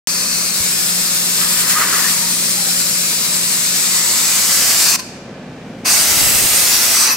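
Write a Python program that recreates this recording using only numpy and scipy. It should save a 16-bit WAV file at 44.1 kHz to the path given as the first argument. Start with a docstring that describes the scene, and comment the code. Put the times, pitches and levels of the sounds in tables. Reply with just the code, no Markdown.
"""A sharp crack, then compressed air hissing from a ball valve and elbow on a screw compressor,
which hums and rumbles in a warehouse. From in front of the cabinet the jet is round the corner;
a gloved hand passes through it, roaring and swooping. The microphone moves round to the valve,
which is shut, opened wide and eased back. Half closed, the valve lets the elbow ring;
wide open, its draught buffets the microphone."""
import sys
import numpy as np
from scipy import signal
from scipy.fft import rfft, irfft, next_fast_len
from scipy.io import wavfile
from scipy.ndimage import map_coordinates

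SR = 44100
rng = np.random.default_rng(int(sys.argv[2]) if len(sys.argv) > 2 else 0)


def digitize_waveform(pressure):
    """Quantize a signal to 16-bit integers and store it at the path in sys.argv[1].

    Rows of a 2-D input are taken as channels; values are limited to [-1, 1].
    """
    field = np.atleast_2d(pressure).T
    bounded = np.clip(field, -1, 1)
    quanta = np.round(bounded * 32767).astype(np.int16)
    wavfile.write(sys.argv[1], SR, quanta)


N = 315756
TIME = np.arange(N) / SR
FRAME, START_S = 512, .0725
LEFT_RIGHT = np.array([[1], [-1]])  # adds at the microphone's left port, subtracts at its right


# the cabinet's shadow on the microphone: f/Hz, left minus right/dB
CABINET_SHADE = [(700, 3.5), (1300, -1), (2400, -5), (4400, 3), (8000, -1), (15000, 2)]

def jet(direct_db=-2.5, echo_db=-4, scatter_db=-4, focus_db=1.5, far_db=1.38, far_pan_db=2.5):
    """The hiss reaches the microphone straight from the left, off nearby surfaces and scattered."""
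    source, *scattered = turbulence()
    near = nearness()
    _, flow, throttle = valve()
    direct = np.array([source, right_port(source)])
    echoes = np.array([reflections(source, near) for port in range(2)])
    # a throttled jet sounds from one point, an open one from its whole plume
    plume = from_db(scatter_db - focus_db * throttle) * np.array(scattered)
    air = from_db(direct_db + throttle) * direct + from_db(echo_db) * echoes + plume
    # long waves from afar reach both ports alike
    long_waves = coloured((air[0] - air[1]) / 2, [(1100, -3), (2200, -30), (4400, -60)])
    air -= (1 - near) * long_waves * LEFT_RIGHT
    for port, sign in enumerate((1, -1)):
        air[port] = coloured(air[port], [(hz, sign * db / 2) for hz, db in CABINET_SHADE])
    sputter_db = .5 * (1 + hand_in_jet()) * drift(25)
    pan_db = far_pan_db * (1 - near ** 2)
    return air * flow * from_db(far_db * (1 - near) + sputter_db + pan_db / 2 * LEFT_RIGHT)


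# the hiss from round the cabinet's corner, and close beside the valve: f/Hz, level/dB
FAR_HISS = [(410, -18), (700, -15), (828, -17), (919, -10), (1120, -8.5), (1480, -6.5), (1760, -5),
            (1900, -5), (2990, -5.5), (5220, -5), (6260, -6.5), (8430, -1), (9720, -5.5), (14300, -4),
            (15500, -10.5)]
CLOSE_HISS = [(150, -36), (250, -11), (413, -10.5), (450, -15), (742, -9), (1080, -7), (2850, -3.5),
              (3160, -4.5), (4550, -1), (5040, 0.5), (7130, -0.5), (7770, -0.5), (9890, -7), (12400, -11),
              (15500, -16)]

def turbulence(wander_db=1.15):
    """Three unrelated streams of jet noise, coloured by distance, elbow and lip."""
    hz, t, noise = signal.stft(rng.standard_normal((3, N)), SR, nperseg=FRAME)
    hz = hz[:, None]
    near = nearness(t)
    colour_db = (1 - near) * at_hz(FAR_HISS, hz) + near * at_hz(CLOSE_HISS, hz)
    colour_db += elbow(hz, t) + lip_whistles(hz, t) + wander_db * wander(hz, t)
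    colour_db += eddy_balance(colour_db, hz, t)
    return signal.istft(noise * from_db(colour_db), SR, nperseg=FRAME)[1][:, :N]


# the jet close up, harshest half open: opening/0-1, roar/dB, hiss/dB, sizzle/dB
EDDY_LEVELS = [(.2, -20.5, -17.5, -24.5), (.4, -22.5, -13, -19), (.7, -24, -15.5, -20),
               (1, -22.5, -17, -14.5)]

def eddy_balance(colour_db, hz, t, corner_db=(-7, -3.5, -7), throttled_db=(-2, -6, -4)):
    """Gain in dB that gives large, middle and small eddies (roar, hiss, sizzle) their own strength."""
    opening, _, throttle = valve(t)
    # the cabinet's corner screens the jet, a throttled one more
    screen_db = (1 - nearness(t)) * (np.array(corner_db)[:, None] + np.outer(throttled_db, throttle))
    hand_db = np.outer((2, .8, 2), hand_in_jet(t))  # the hand splits the jet into more eddies
    target_db = np.array(in_time(EDDY_LEVELS, opening)) + screen_db + hand_db
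    power = from_db(colour_db) ** 2 / (FRAME / 2)
    bands_hz = [(900, 3500), (3800, 10000), (10000, 15500)]
    band_power = [(power * ((hz > low) & (hz < high))).sum(0) for low, high in bands_hz]
    roar_db, hiss_db, sizzle_db = target_db - 10 * np.log10(band_power)
    large = 1 / (1 + (hz / 3600) ** 8)
    small = 1 / (1 + (10000 / (hz + 1)) ** 10)
    return large * roar_db + (1 - large - small) * hiss_db + small * sizzle_db


# the lever on the cabinet's side: t/s, opening/0-1
VALVE_LEVER = [(0, 0.38), (.48, 0.46), (.57, 0.64), (.85, 0.77), (4.82, 0.67), (4.89, 0.4), (4.958, 0.27),
               (4.968, 0), (5.843, 0.02), (5.858, .22), (5.94, 0.46), (6.05, 0.79), (6.35, 0.88),
               (6.6, 0.8), (6.93, 0.78), (6.975, 0.47), (7.11, 0.2), (7.16, 0.13)]

def valve(t=TIME, pinch_opening=.22, free_opening=.7):
    """The lever sets the opening, the flow and the throttle (how strongly the elbow rings), each 0-1."""
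    opening = np.clip(in_time(VALVE_LEVER, t)[0], 0, 1)
    puff = from_db(-9) * bell(4.998, .01, t)  # the ball leaks once as it seats
    flow = np.minimum(opening / pinch_opening, 1) ** 2 + puff
    throttle = np.interp(opening, [pinch_opening, free_opening], [1, 0])
    return opening, flow, throttle


# the elbow's quarter-wave modes, and the hollows between them: f/Hz, width/Hz, level/dB
ELBOW_MODES = [(1087, 83, 13.5), (2580, 210, 9), (4590, 1030, 11.5), (6120, 850, 11.5), (8400, 1200, 4),
               (9600, 450, 6.5)]
ELBOW_HOLLOWS = [(3200, 1300, -1.5), (10360, 900, 0)]

def elbow(hz, t, scoop=3.3):
    """The elbow's colour in dB: throttling raises its modes and deepens the dip between them."""
    _, _, throttle = valve(t)
    modes_db = sum(db * resonance(hz, f, width) for f, width, db in ELBOW_MODES)
    hollows_db = sum(db * resonance(hz, f, width) for f, width, db in ELBOW_HOLLOWS)
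    return throttle * modes_db + (1 + scoop * throttle) * hollows_db


# whistles at the outlet's lip, close up: start t/s, end t/s, from f/Hz, to f/Hz, level over hiss/dB
LIP_WHISTLES = [(3.8, 4.97, 8000, 7500, 4.5), (5.8, 6.04, 8250, 8750, 7), (6.218, 6.66, 7850, 8900, 6.5),
                (6.68, 7.2, 5850, 5600, 4.5), (6.93, 7.07, 8400, 8440, 7)]

def lip_whistles(hz, t, width_hz=720, fade_s=.099):
    """Each whistle is a broad, gliding peak on the hiss, in dB."""
    peaks_db = 0
    for start, end, from_hz, to_hz, db in LIP_WHISTLES:
        centre_hz = np.interp(t, [start, end], [from_hz, to_hz])
        peaks_db += db * held_between(start, end, fade_s, t) * resonance(hz, centre_hz, width_hz)
    return peaks_db


# the microphone's walk round the cabinet: t/s, nearness/0-1
MICROPHONE_WALK = [(0, 0.01), (3.35, .03), (4.2, 0.66), (4.7, 0.94), (5.9, 1)]

def nearness(t=TIME):
    """0 in front of the cabinet, 1 beside the valve."""
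    return np.clip(in_time(MICROPHONE_WALK, t)[0], 0, 1)


# the right port's lag with the jet round the corner: f/Hz, phase/rad
PORT_LAG = [(100, 11), (1900, -2.26), (2700, 1.5), (3400, 3), (4300, 0.48), (6000, 2), (7600, 1.32),
            (9400, 4), (13000, 4), (15500, 1.5)]

def right_port(x):
    """Sound from the left bends round the housing and arrives late, until the microphone faces it."""
    hz, t, spectrum = signal.stft(x, SR, nperseg=FRAME)
    lag = at_hz(PORT_LAG, hz)[:, None] * (1 - nearness(t) ** 2)
    return signal.istft(spectrum * np.exp(-1j * lag), SR, nperseg=FRAME)[1][:N]


def hand_in_jet(t=TIME):
    """1 while the hand is in the stream."""
    return held_between(start_s=1.38, end_s=2.11, fade_s=.059, t=t)


# parts of the glove crossing the jet's core, round the corner: t/s, half-length/s, level/dB
GLOVE_CROSSINGS = [(1.436, 0.054, -29), (1.811, 0.035, -18), (1.88, 0.28, -24.5), (1.945, 0.016, -23),
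                   (1.99, 0.011, -21)]
# air breaking on the glove: f/Hz, level/dB
GLOVE_ROAR = [(150, -34), (350, -16), (700, -14.5), (900, -11.5), (1150, -1), (1500, -4), (2000, -2.5),
              (2400, -14), (3200, -17), (6000, -40)]
# hollow swoops between the fingers: t/s, length/s, from f/Hz, to f/Hz, level/dB
FINGER_SWOOPS = [(1.747, 0.045, 1155, 1285, -19), (1.806, 0.055, 1330, 1020, -31),
                 (1.91, 0.072, 1450, 1133, -25), (1.975, 0.032, 1298, 960, -23),
                 (2.033, 0.056, 1665, 1944, -24), (2.102, 0.29, 994, 870, -40), (2.53, 0.2, 880, 707, -39)]

def glove(swoop_width_hz=90):
    """Air roars as it breaks on the hand; the gaps between the fingers swoop in pitch."""
    power = sum((from_db(db) * bell(s, half_s)) ** 2 for s, half_s, db in GLOVE_CROSSINGS)
    out = np.sqrt(power) * stereo_noise(GLOVE_ROAR, side_db=-8.5)
    for s, length, from_hz, to_hz, db in FINGER_SWOOPS:
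        along = np.clip((TIME - s) / length, 0, 1)
        phase = phase_of(from_hz + (to_hz - from_hz) * along)
        narrow_noise = drift(swoop_width_hz) * np.cos(phase) + drift(swoop_width_hz) * np.sin(phase)
        out += from_db(db) * np.sin(np.pi * along) * narrow_noise
    return out


def squeal(at_s=7.124, half_s=.022, hz=12590, level_db=-15, waver_hz=45, port_lag_rad=2.3):
    """A thin, unsteady tone from the nearly shut ball, out of step at the two ports."""
    phase = phase_of(hz + waver_hz * drift(150))
    return from_db(level_db) * bell(at_s, half_s) * np.sqrt(2) * np.sin([phase, phase - port_lag_rad])


# the compressor's hum beside the valve: multiple of the shaft rate, level/dB
SHAFT_HARMONICS = [(1, -55), (2, -52.5), (4, -49.5), (6, -51.5), (9, -48.5), (12, -54.5), (26, -57),
                   (29, -58), (40, -56)]
# the cooling fan in the cabinet: f/Hz, level/dB
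FAN_RUMBLE = [(30, -25), (60, -20), (90, -13), (140, -4.5), (200, -0.5), (250, -3), (330, -7.5),
              (600, -7.5), (1000, -18), (2400, -22.5), (4000, -29.5), (7000, -36), (10000, -47),
              (15000, -60)]

def compressor(shaft_hz=59.13, throb=.087, waver_db=1.5, door_db=-2, swell_db=4):
    """Shaft harmonics, the third strongest, over cooling-fan rumble that throbs once a turn."""
    near = nearness()
    turn = phase_of(shaft_hz + .071 * drift(3))
    # the front door drones on the third harmonic and muffles the others
    drone_db = np.interp(near ** 1.5, [0, 1], [-36.5, -47])
    hum = from_db(drone_db + 1.1 * drift(9)) * np.sin(3 * turn)
    for multiple, db in SHAFT_HARMONICS:
        gain = from_db(db + door_db * (1 - near) + waver_db * drift(5))
        hum += gain * np.sin(multiple * turn + rng.uniform(0, 2 * np.pi))
    # the rumble is alike at both ports, its treble diffuse
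    mid, side = rms_one(coloured(rng.standard_normal((2, N)), FAN_RUMBLE))
    side = coloured(side, [(100, -33), (500, -16), (3000, -2.5), (7000, -1.5)])
    fan_db = on_the_walk(far_db=-35.5, close_db=-37.5) + swell_db * swell_in_pause()
    fan = from_db(fan_db) * (mid + side * LEFT_RIGHT) * (1 + throb * np.sin(turn))
    return np.sqrt(2) * hum + fan


# the cabinet's air, heard at its vent: f/Hz, level/dB
CABINET_BOOM = [(60, -35), (125, 2), (190, 3), (245, 11), (300, -4), (450, -35), (1500, -60)]

def boom(swell_db=15.5):
    """Air in the cabinet resonates broadly; it comes forward while the hiss is off."""
    level_db = on_the_walk(far_db=-56, close_db=-52.5) + swell_db * swell_in_pause()
    return from_db(level_db) * stereo_noise(CABINET_BOOM, side_db=-44)


def swell_in_pause(swell_s=.17):
    """Rises towards 1 while the hiss is off, bringing rumble and boom forward; falls when it returns."""
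    _, flow, _ = valve()
    keep = np.exp(-1 / (swell_s * SR))
    return signal.lfilter([1 - keep], [1, -keep], 1 - flow)


# wind right on the microphone: f/Hz, level/dB
MICROPHONE_WIND = [(15, -7), (35, -12.5), (80, -1.5), (150, -8.5), (350, -11.5), (700, -11), (2000, -40)]

def draught(lumps_db=6, left_db=1.5):
    """Lumpy wind that grows with the opening, different at each port and stronger on the left."""
    opening, _, _ = valve()
    gust = from_db(-33) * bell(6.31, .18)  # the wide-open jet sweeps across the microphone
    strength = from_db(on_the_walk(far_db=-53.5, close_db=-39.5)) * opening + gust
    buffeting = from_db(lumps_db * np.tanh([drift(70), drift(70)]) + left_db * LEFT_RIGHT)
    return stereo_noise(MICROPHONE_WIND, side_db=2) * strength * buffeting


# a soft bump on the microphone's housing: t/s, f/Hz, decay/s, level/dB
HOUSING_BUMP = [(.603, 85, .012, -24)]
# the elbow ringing as the ball seats, close up: t/s, f/Hz, decay/s, level/dB
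SEATING_RING = [(4.99, 1016, .02, -29), (4.99, 2480, .012, -31)]

def knocks():
    """The thud on the housing and the ring as the ball seats, made of dying sines."""
    out = np.zeros(N)
    for s, hz, decay_s, db in np.vstack([HOUSING_BUMP, SEATING_RING]):
        age = np.clip(TIME - s, 0, 1)
        out += from_db(db) * np.sin(2 * np.pi * hz * age) * np.exp(-age / decay_s)
    return out


# the bright opening crack: f/Hz, level/dB
CRACK_SPECTRUM = [(100, -15), (1000, -3), (4800, -8.5), (8200, 4), (10000, -14), (15000, -19)]

def crack(level_db=-3, decay_s=.0011):
    """The sound sets in with one sharp crack, a millisecond long."""
    age = np.clip(TIME - START_S, 0, .05)
    return from_db(level_db) * np.exp(-age / decay_s) * stereo_noise(CRACK_SPECTRUM, side_db=-10)


def reflections(x, near, sway_s=.00008, count=7):
    """Floor, panels and shelves return the hiss; their paths slide as the microphone moves."""
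    sways = sway_s * np.array([drift(1.5), drift(1.5)])
    out = np.zeros(N)
    for lag_s, slide_s in zip(rng.uniform(.003, .018, count), rng.uniform(-.002, .002, count)):
        delay_s = lag_s + slide_s * near + rng.standard_normal(2) @ sways
        out += map_coordinates(x, [np.arange(N) - delay_s * SR], order=3)
    return out / np.sqrt(count)


# the warehouse all round the microphone: f/Hz, time to fall 60 dB/s
WAREHOUSE_DECAY = [(200, 0.73), (2000, 1.3), (5000, 0.91), (9000, 0.65), (15000, 0.39)]

def warehouse(x, wet_db=-16):
    """A diffuse tail whose highest treble dies first."""
    hz, t, noise = signal.stft(rng.standard_normal((2, SR)), SR, nperseg=FRAME)
    decay = from_db(-60 * t / at_hz(WAREHOUSE_DECAY, hz)[:, None])
    tail = signal.istft(noise * decay, SR, nperseg=FRAME)[1]
    tail = rms_one(tail) / np.sqrt(tail.shape[1])
    return from_db(wet_db) * signal.fftconvolve(x, tail, axes=1)[:, :N]


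def on_the_walk(far_db, close_db):
    """A level that passes from its value in front of the cabinet to that beside the valve."""
    return np.interp(nearness(), [0, 1], [far_db, close_db])


def from_db(db):
    """Decibels to gain."""
    return 10 ** (np.asarray(db) / 20)


def rms_one(x):
    """Scale to unit power."""
    return x / np.sqrt(np.mean(x ** 2) + 1e-20)


def phase_of(hz):
    """The running phase of a moving pitch, in radians."""
    return 2 * np.pi * np.cumsum(hz) / SR


def in_time(rows, t):
    """The columns of a curve, read at t along its first column."""
    knots, *columns = np.transpose(rows)
    return [np.interp(t, knots, column) for column in columns]


def at_hz(points, hz):
    """Read a curve on a log-frequency axis."""
    f, value = np.transpose(points)
    return np.interp(np.log(np.maximum(hz, 1)), np.log(f), value)


def coloured(x, spectrum):
    """Give a steady sound a spectrum."""
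    size = next_fast_len(N)
    gain = from_db(at_hz(spectrum, np.fft.rfftfreq(size, 1 / SR)))
    return irfft(rfft(x, size) * gain, size)[..., :N]


def stereo_noise(spectrum, side_db):
    """Coloured noise with a common part of rms about 1 and a part opposed at the two ports."""
    mid, side = rms_one(coloured(rng.standard_normal((2, N)), spectrum))
    return mid + from_db(side_db) * side * LEFT_RIGHT


def drift(rate):
    """Smooth chance of spread 1, changing about rate times a second."""
    curve = signal.resample_poly(rng.standard_normal(2000), 8, 1)
    return np.interp(TIME * rate * 8, np.arange(len(curve)), curve)


def wander(hz, t, cell_hz=260, cell_s=.2532):
    """Smooth chance over pitch and time, of spread about 1."""
    field = rng.standard_normal((256, 128))
    return map_coordinates(field, np.broadcast_arrays(hz / cell_hz, t / cell_s), order=3, mode="reflect")


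def resonance(hz, centre, width):
    """Shape of a resonance, 1 on top."""
    return 1 / (1 + (2 * (hz - centre) / width) ** 2)


def bell(s, half_s, t=TIME):
    """A smooth swell, 1 at time s."""
    return np.exp(-((t - s) / half_s) ** 2)


def held_between(start_s, end_s, fade_s, t):
    """Fade in, hold at 1, fade out."""
    return np.clip(.5 + np.minimum(t - start_s, end_s - t) / fade_s, 0, 1)


def scene():
    """Air and its reverberation over the running machine; silence until the crack."""
    air = jet() + glove() + squeal()
    machine = compressor() + boom()
    return (air + warehouse(air) + machine + draught() + knocks() + crack()) * (TIME >= START_S)


def record(dry):
    """Full scale limits the peaks and the top is cut at 15750 Hz."""
    low_pass = signal.ellip(12, .1, 80, 15750, fs=SR, output="sos")
    return signal.sosfilt(low_pass, np.clip(dry, -1, 1))


dry = scene()
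out = record(dry)
digitize_waveform(out)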